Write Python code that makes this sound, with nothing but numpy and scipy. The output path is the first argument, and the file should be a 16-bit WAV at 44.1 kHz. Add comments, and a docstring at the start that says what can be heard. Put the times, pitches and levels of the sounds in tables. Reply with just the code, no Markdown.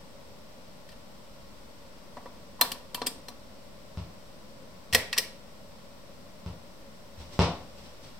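"""A quiet room, close to an automatic record player. Levers click in the deck as the tonearm swings over, and a
finger presses and releases the lift button: each click is a burst of tiny impacts exciting the modes of the
deck or the button panel. Electrical pulses drive the loudspeakers and the room's bass modes into thumps, the
loudest as the stylus lands. Faint groove noise follows, over steady room rumble and microphone hiss."""
import sys
import numpy as np
from scipy import signal
from scipy.fft import rfft, irfft, next_fast_len
from scipy.io import wavfile
from scipy.ndimage import uniform_filter1d

SR = 44100
rng = np.random.default_rng(int(sys.argv[2]) if len(sys.argv) > 2 else 0)


def wrap_up_sound(samples):
    """Save the sound to the file named by the first command line argument, as 16-bit audio."""
    columns = np.atleast_2d(samples).T
    # keep every value between -1 and 1, then stretch to whole-number steps
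    tamed = np.clip(columns, -1, 1)
    steps = np.round(tamed * 32767).astype(np.int16)
    wavfile.write(sys.argv[1], SR, steps)


N = 361459
TAPS = 16384
HZ = np.fft.rfftfreq(TAPS, 1 / SR)  # frequency axis of the gain curves

# Pulses reaching the loudspeakers, knock and crack relative to the bass: start_s, level_db, knock_db, crack_db
SPEAKER_PULSES = [(3.974, 22, -15.5, -7.5), (4.931, 20.3, -19, -18), (6.4623, 20.2, -12.5, -7.5),
                  (7.179, 8.8, -19, -16), (7.204, 9.8, -11.5, -7), (7.392, 34.3, -1.5, 0.5)]
# The stylus skidding into the groove: start_s, level_db, rise_s, decay_s
STYLUS_SKID = (7.411, 31.6, .011, 0.0028)
# Loudspeaker response: frequency_hz, gain_db
SPEAKER_RESPONSE = [(30, -55), (60, -25.5), (200, -11), (500, -16.5), (1150, -19), (1900, -32), (2700, -34),
                    (5500, -37), (9000, -52.5), (13000, -69), (16000, -83)]
# Standing waves of the room: pitch_hz, width_hz, gain_db
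BASS_MODES = [(76.5, 14.7, 7.5), (99.4, 9.8, -1), (127.2, 7.6, -7.5), (169, 13.5, -3.5)]


def cone_thumps():
    """Impulse excitation: electrical pulses kick the loudspeaker cones and set the room's bass modes ringing."""
    out = np.zeros((1, N))
    gain = amp(read(SPEAKER_RESPONSE, HZ)) + sum(amp(db) * bell(hz, width) for hz, width, db in BASS_MODES)
    for start, db, knock_db, crack_db in SPEAKER_PULSES:
        colour_db = read([(110, 0), (450, knock_db), (4000, crack_db)], HZ)
        add(out, start, -impulse_response(gain * amp(db + colour_db))[None])
    start, db, rise, decay = STYLUS_SKID
    skid_db = read([(200, -20), (1500, -4), (4000, 0.5), (9000, 2.5)], HZ)
    scrape = impulse_response(gain * amp(db + skid_db))
    add(out, start, signal.fftconvolve(chatter(rise, decay), scrape)[None])
    return out[0]


# Early reflections off the walls: delay_s, gain_db
WALL_ECHOES = [(.0075, -4.5), (.0145, -11), (.0285, -10.5), (.038, -11)]
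# Reverberation relative to the direct loudspeaker sound: frequency_hz, gain_db
SPEAKER_REVERB = [(70, -9), (160, 1), (300, 4), (700, 9), (1200, 4.5), (3000, 8.5), (9000, 4)]


def loudspeakers():
    """Multipath propagation: distant cones arrive as direct sound, wall echoes and a strong diffuse tail."""
    direct = cone_thumps()
    out = stereo(direct, 0) + reverberation(direct, SPEAKER_REVERB, onset_s=0.0058)
    reflected = tint(direct, [(120, -20), (450, -0.5)])  # furniture throws back little bass
    for k, (delay, db) in enumerate(WALL_ECHOES):
        lag = 3 * (-1) ** k  # samples; echoes come from either side in turn
        add(out, delay, amp(db) * np.array([np.roll(reflected, lag), np.roll(reflected, -lag)]))
    return out * pan(1.4)


# Levers catching: start_s, level_db, thud_db, knock_db, snap_db, low_ring_hz, high_ring_hz
LEVER_CATCHES = [ (0.888, -9, -10, 0, -11, 1880, 4660), (0.917, -12, -12, -4, -9, 1790, 2980),
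                 (2.6103, 24, -3.5, 3.5, -2, 4140, 13200), (2.716, 9.5, 1, -7, -2, 2960, 4700),
                 (2.9442, 9.5, -2, 2.5, -0.5, 3120, 4520), (3.0155, 8, 12, 9.5, -23, 452, 4280),
                 (3.0617, 7, 6, -17, -10, 5130, 7900), (3.066, 15, 1, -8, -2, 4900, 8370),
                 (3.282, -0.5, 9, 6, -5, 4130, 5700)]
# Dull knocks of the arm drive: start_s, level_db, ring_hz
DRIVE_KNOCKS = [(2.168, -9.5, 590), (2.2556, -11.5, 525), (2.592, -16, 1020), (2.973, -14.5, 970)]
# Spectrum shared by the drive knocks: thud_db, knock_db, snap_db
DRIVE_COLOUR = (18, 21.3, -21)
# Broad radiation of the deck: frequency_hz, gain_db
DECK_RESPONSE = [(60, -62), (200, -18.5), (600, -15.5), (1400, -18), (2500, -24), (4000, -17), (5500, -13),
                 (9000, -15), (13000, -14), (16000, -25)]
# Deck resonances: pitch_hz, width_hz, gain_db
DECK_RESONANCES = [(253, 13, -4.5), (470, 44, -14), (539, 44, -9), (703, 47, -9), (980, 22, -1),
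                   (1150, 44, -3), (1780, 180, -7.5), (2340, 26, -7), (2720, 93, -7.5), (3200, 200, -7.5),
                   (3560, 31, -3.5), (4154, 66, -5), (4820, 160, -19), (8050, 130, -14), (9060, 240, -8),
                   (11800, 200, -11), (12400, 360, -11)]


def levers(catch_rise_s=0.00286, knock_rise_s=0.0015, knock_ring_hz=1970):
    """Structure-borne sound: the levers and the arm drive strike the deck, which radiates at its modes."""
    catches = [(start, db, catch_rise_s, *colour) for start, db, *colour in LEVER_CATCHES]
    knocks = [(start, db, knock_rise_s, *DRIVE_COLOUR, hz, knock_ring_hz) for start, db, hz in DRIVE_KNOCKS]
    deck = body(DECK_RESPONSE, DECK_RESONANCES)
    return clicks(catches + knocks, deck, ring_db=11, bandwidth=0.088,
                  settle_s=0.009, firmness=0.13, pan_db=1.4)


# The button going down and springing back:
# start_s, level_db, rise_s, thud_db, knock_db, snap_db, low_ring_hz, high_ring_hz
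BUTTON_CONTACTS = [ (4.9265, 12.5, 0.00025, -3, -1, -7, 2780, 3320),
                   (4.931, 15.5, 0.0025, -18, 0, 3, 5300, 8850),
                   (4.9452, 27.5, .0045, 0, 0, 1.5, 481, 2000),
                   (5.128, 14.5, 0.00061, -26, 3, -8.5, 2680, 4200),
                   (5.164, 2, 0.0044, -20, 18, -4, 3000, 4900),
                   (5.178, 18.5, 0.00039, 2, -17, -5, 5580, 8000),
                   (5.1805, 20, 0.0034, -4, -7.5, 5.5, 4800, 5570)]
# Broad radiation of the button panel: frequency_hz, gain_db
PANEL_RESPONSE = [(60, -57), (230, -13.5), (330, -33), (700, -21), (1450, -29), (2300, -10), (5000, -14),
                  (8000, -16.5), (13000, -22), (16000, -29)]
# Panel resonances: pitch_hz, width_hz, gain_db
PANEL_RESONANCES = [(451, 15, -4.5), (513, 30, -4), (657, 24, -11), (710, 45, -7), (980, 37, -14),
                    (1160, 71, -11), (1720, 95, -5.5), (1892, 55, 2.5), (2060, 41, -17), (2640, 68, -6.5),
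                    (3220, 120, -6), (4240, 64, -6), (4960, 51, -2), (5700, 76, -10), (5620, 35, -3),
                    (8500, 150, -24.5), (11120, 200, -11), (11700, 150, -19), (13900, 200, -20)]


def lift_button():
    """Impact excitation: pressing and releasing the button sets its panel ringing."""
    panel = body(PANEL_RESPONSE, PANEL_RESONANCES)
    return clicks(BUTTON_CONTACTS, panel, ring_db=5, bandwidth=0.1,
                  settle_s=0.0154, firmness=0.368, pan_db=0.3)


# Anchors of a click's spectrum: thud_hz, knock_hz, flat_from_hz, flat_to_hz, snap_hz
CLICK_BANDS = [350, 1050, 2600, 5500, 12500]
# Side relative to mid for a near source: frequency_hz, gain_db
CLICK_WIDTH = [(200, -25), (1000, -20), (2500, -10.5), (5000, -7), (8000, 1), (13000, -4)]
# Reverberation relative to a click: frequency_hz, gain_db
CLICK_REVERB = [(100, 1.5), (300, -2), (1000, -4), (3000, -12), (6000, -11), (14000, -11)]


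def clicks(rows, body_gain, ring_db, bandwidth, settle_s, firmness, pan_db):
    """Source and filter: contact chatter drives a body; the moving part adds colour and two resonances."""
    direct, radiated = np.zeros((2, N)), np.zeros((1, N))
    for start, db, rise, thud_db, knock_db, snap_db, low_hz, high_hz in rows:
        decay = settle_s * amp(-firmness * db)  # harder clicks settle sooner
        colour_db = read(list(zip(CLICK_BANDS, [thud_db, knock_db, 0, 0, snap_db])), HZ)
        part_db = ring_db * sum(bell(hz, bandwidth * hz) for hz in (low_hz, high_hz))
        gain = body_gain * amp(db + colour_db + part_db)
        side_gain = gain * amp(read(CLICK_WIDTH, HZ))
        contacts = chatter(rise, decay)
        mid = signal.fftconvolve(contacts, impulse_response(gain))
        side = signal.fftconvolve(chatter(rise, decay), impulse_response(side_gain))
        add(direct, start, stereo(mid, side) * pan(pan_db))
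        add(radiated, start, signal.fftconvolve(contacts, impulse_response(all_round(gain)))[None])
    return direct + reverberation(radiated[0], CLICK_REVERB, onset_s=0.0017)


def chatter(rise_s, decay_s):
    """Broadband impacts: a part slides home and settles in tiny hard contacts, scaled to unit energy."""
    t = np.arange(TAPS // 4) / SR
    envelope = swell(t, rise_s, decay_s) + 1e-9
    contacts = envelope * rng.standard_normal(len(t)) * amp(1.53 * rng.standard_normal(len(t)))
    for _ in range(4):  # flatten the spectrum, then restore the envelope
        spectrum = rfft(contacts)
        contacts = irfft(spectrum / (abs(spectrum) + 1e-12))
        local_power = abs(uniform_filter1d(contacts ** 2, size=96))
        contacts *= envelope / np.sqrt(local_power + 1e-14)
    return contacts / np.linalg.norm(contacts)


def body(response, modes):
    """Modal summation: an object's resonances add in power to its broad response."""
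    modal_power = sum(amp(db) ** 2 * bell(hz, width) for hz, width, db in modes)
    return np.sqrt(amp(read(response, HZ)) ** 2 + modal_power)


def all_round(gain):
    """Directional averaging: over all directions, a body's peaks and dips partly even out."""
    log_hz = np.geomspace(20, SR / 2, TAPS // 8)
    smooth = uniform_filter1d(np.interp(log_hz, HZ, gain), size=140)
    return np.sqrt(np.interp(HZ, log_hz, abs(smooth)) * gain)


# Reverberation time of the room: frequency_hz, t60_s
DECAY_TIMES = [(90, 0.5), (250, 0.5), (700, 0.47), (1800, 0.45), (5000, 0.38), (9000, 0.32), (14000, 0.23)]
# Side relative to mid for sound that fills the room: frequency_hz, gain_db
DIFFUSE_WIDTH = [(100, -25), (380, -18.5), (700, -9.5), (1300, -7), (2400, 0), (15000, 1.5)]


def reverberation(sound, colour, onset_s):
    """Diffuse field: dense reflections build up, then each band decays exponentially at its own rate."""
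    hz, t, bands = signal.stft(rng.standard_normal((2, SR * 3 // 4)), SR, nperseg=256)
    decay_rate = np.log(1000) / read(DECAY_TIMES, hz)[:, None]
    bands *= np.exp(-decay_rate * t) * np.sqrt(2 * decay_rate / SR)  # equal energy in every band
    tail = signal.istft(bands, SR, nperseg=256)[1]
    build_up = 1 - np.exp(-np.arange(tail.shape[1]) / (onset_s * SR))
    mid, side = tint(tail, colour) * build_up
    return signal.oaconvolve(sound[None], stereo(mid, tint(side, DIFFUSE_WIDTH)), axes=1)[:, :N]


# Worn patches passing under the stylus: start_s, level_db
WORN_PATCHES = [(7.175, -53.5), (7.305, -50), (7.755, -57), (7.825, -56.5), (8.012, -54.5)]
# Spectrum of the surface noise: frequency_hz, gain_db
GROOVE_SPECTRUM = [(40, 16), (100, 17.5), (300, 10), (1000, 5), (2000, 0), (5500, 1.5), (9000, -9),
                   (15000, -22)]


def groove():
    """Surface noise: a faint steady bed from the first touch on, to which each worn patch adds in power."""
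    t = np.arange(N) / SR
    first_touch_s = WORN_PATCHES[0][0]
    power = amp(-64.5) ** 2 * (t > first_touch_s)
    for start, db in WORN_PATCHES:
        power += (amp(db) * swell(t - start, rise_s=0.033, decay_s=0.064)) ** 2
    return amp(4.5) * np.sqrt(power) * noise(GROOVE_SPECTRUM, DIFFUSE_WIDTH)


# Room rumble and microphone hiss: frequency_hz, gain_db
FLOOR_SPECTRUM = [(24, -38), (38, -33), (75, -37.5), (140, -38), (210, -33), (350, -44), (460, -42.5),
                  (560, -33.5), (720, -46.5), (1050, -44.5), (1650, -50.5), (2400, -55), (5500, -54.5),
                  (9000, -61), (15500, -67.5)]
# Their side relative to mid: frequency_hz, gain_db
FLOOR_WIDTH = [(60, -5.5), (200, -6), (700, -4.5), (1300, 0), (2400, 0), (15000, 0.5)]


def noise_floor():
    """Stationary noise: the room rumbles and the microphone hisses throughout."""
    return noise(FLOOR_SPECTRUM, FLOOR_WIDTH) * pan(1.6)


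def noise(colour, width):
    """Partial coherence: independent mid and side noises of one colour, the side filtered by width."""
    mid, side = tint(rng.standard_normal((2, N)), colour)
    return stereo(mid, tint(side, width))


def swell(t, rise_s, decay_s):
    """Linear attack from t = 0, then exponential decay."""
    return np.clip(t / rise_s, 0, 1) * np.exp(-np.maximum(t - rise_s, 0) / decay_s)


def bell(hz, width_hz):
    """Lorentzian power curve of one resonance."""
    return 1 / (1 + (2 * (HZ - hz) / width_hz) ** 2)


def impulse_response(gain):
    """Minimum phase: the causal response that has this gain curve."""
    log_gain = np.log(np.maximum(np.r_[gain, gain[-2:0:-1]], 1e-6))
    spectrum = np.exp(np.conj(signal.hilbert(log_gain)))
    return np.fft.ifft(spectrum).real[:TAPS // 2]


def tint(sound, points):
    """Zero-phase filtering by (frequency_hz, gain_db) points."""
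    size = next_fast_len(sound.shape[-1] + 2048)
    gain = amp(read(points, np.fft.rfftfreq(size, 1 / SR)))
    return irfft(rfft(sound, size) * gain, size)[..., :sound.shape[-1]]


def read(points, hz):
    """Interpolation of (frequency_hz, value) points on a logarithmic frequency axis."""
    point_hz, value = np.transpose(points)
    return np.interp(np.log(hz + 1), np.log(point_hz + 1), value)


def amp(db):
    """Decibels to amplitude ratio."""
    return 10 ** (np.asarray(db) / 20)


def pan(db):
    """Level difference: channel gains with the left db above the right."""
    return amp([[db / 2], [-db / 2]])


def stereo(mid, side):
    """Sum and difference give left and right."""
    return np.array([mid + side, mid - side])


def add(mix, start_s, sound):
    """Superposition of a sound on the mix from start_s on."""
    part = mix[:, round(start_s * SR):][:, :sound.shape[1]]
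    part += sound[:, :part.shape[1]]


def scene():
    """Superposition: the player's mechanism, its loudspeakers, the groove and the quiet room."""
    mechanism = amp(-0.5) * (levers() + lift_button())
    return mechanism + loudspeakers() + groove() + noise_floor()


# Notches of the microphone port: frequency_hz, width_hz, gain_db
PORT_NOTCHES = [(1242, 76, -6.5), (1618, 240, -5.5), (6596, 640, -10), (10450, 920, -11)]


def record(dry, ceiling=0.9, cutoff_hz=15900, dc_offset=-0.0028):
    """Filtering and saturation: the port cuts notches, the preamp rounds peaks, a low-pass ends the band."""
    port = impulse_response(amp(sum(db * bell(hz, width) for hz, width, db in PORT_NOTCHES)))
    notched = signal.oaconvolve(dry, port[None], axes=1)[:, :N]
    rounded = ceiling * np.tanh(notched / ceiling)
    low_pass = signal.firwin(401, cutoff_hz, window=("kaiser", 9), fs=SR)
    return dc_offset + signal.oaconvolve(rounded, low_pass[None], "same")


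dry = scene()
out = record(dry)
wrap_up_sound(out)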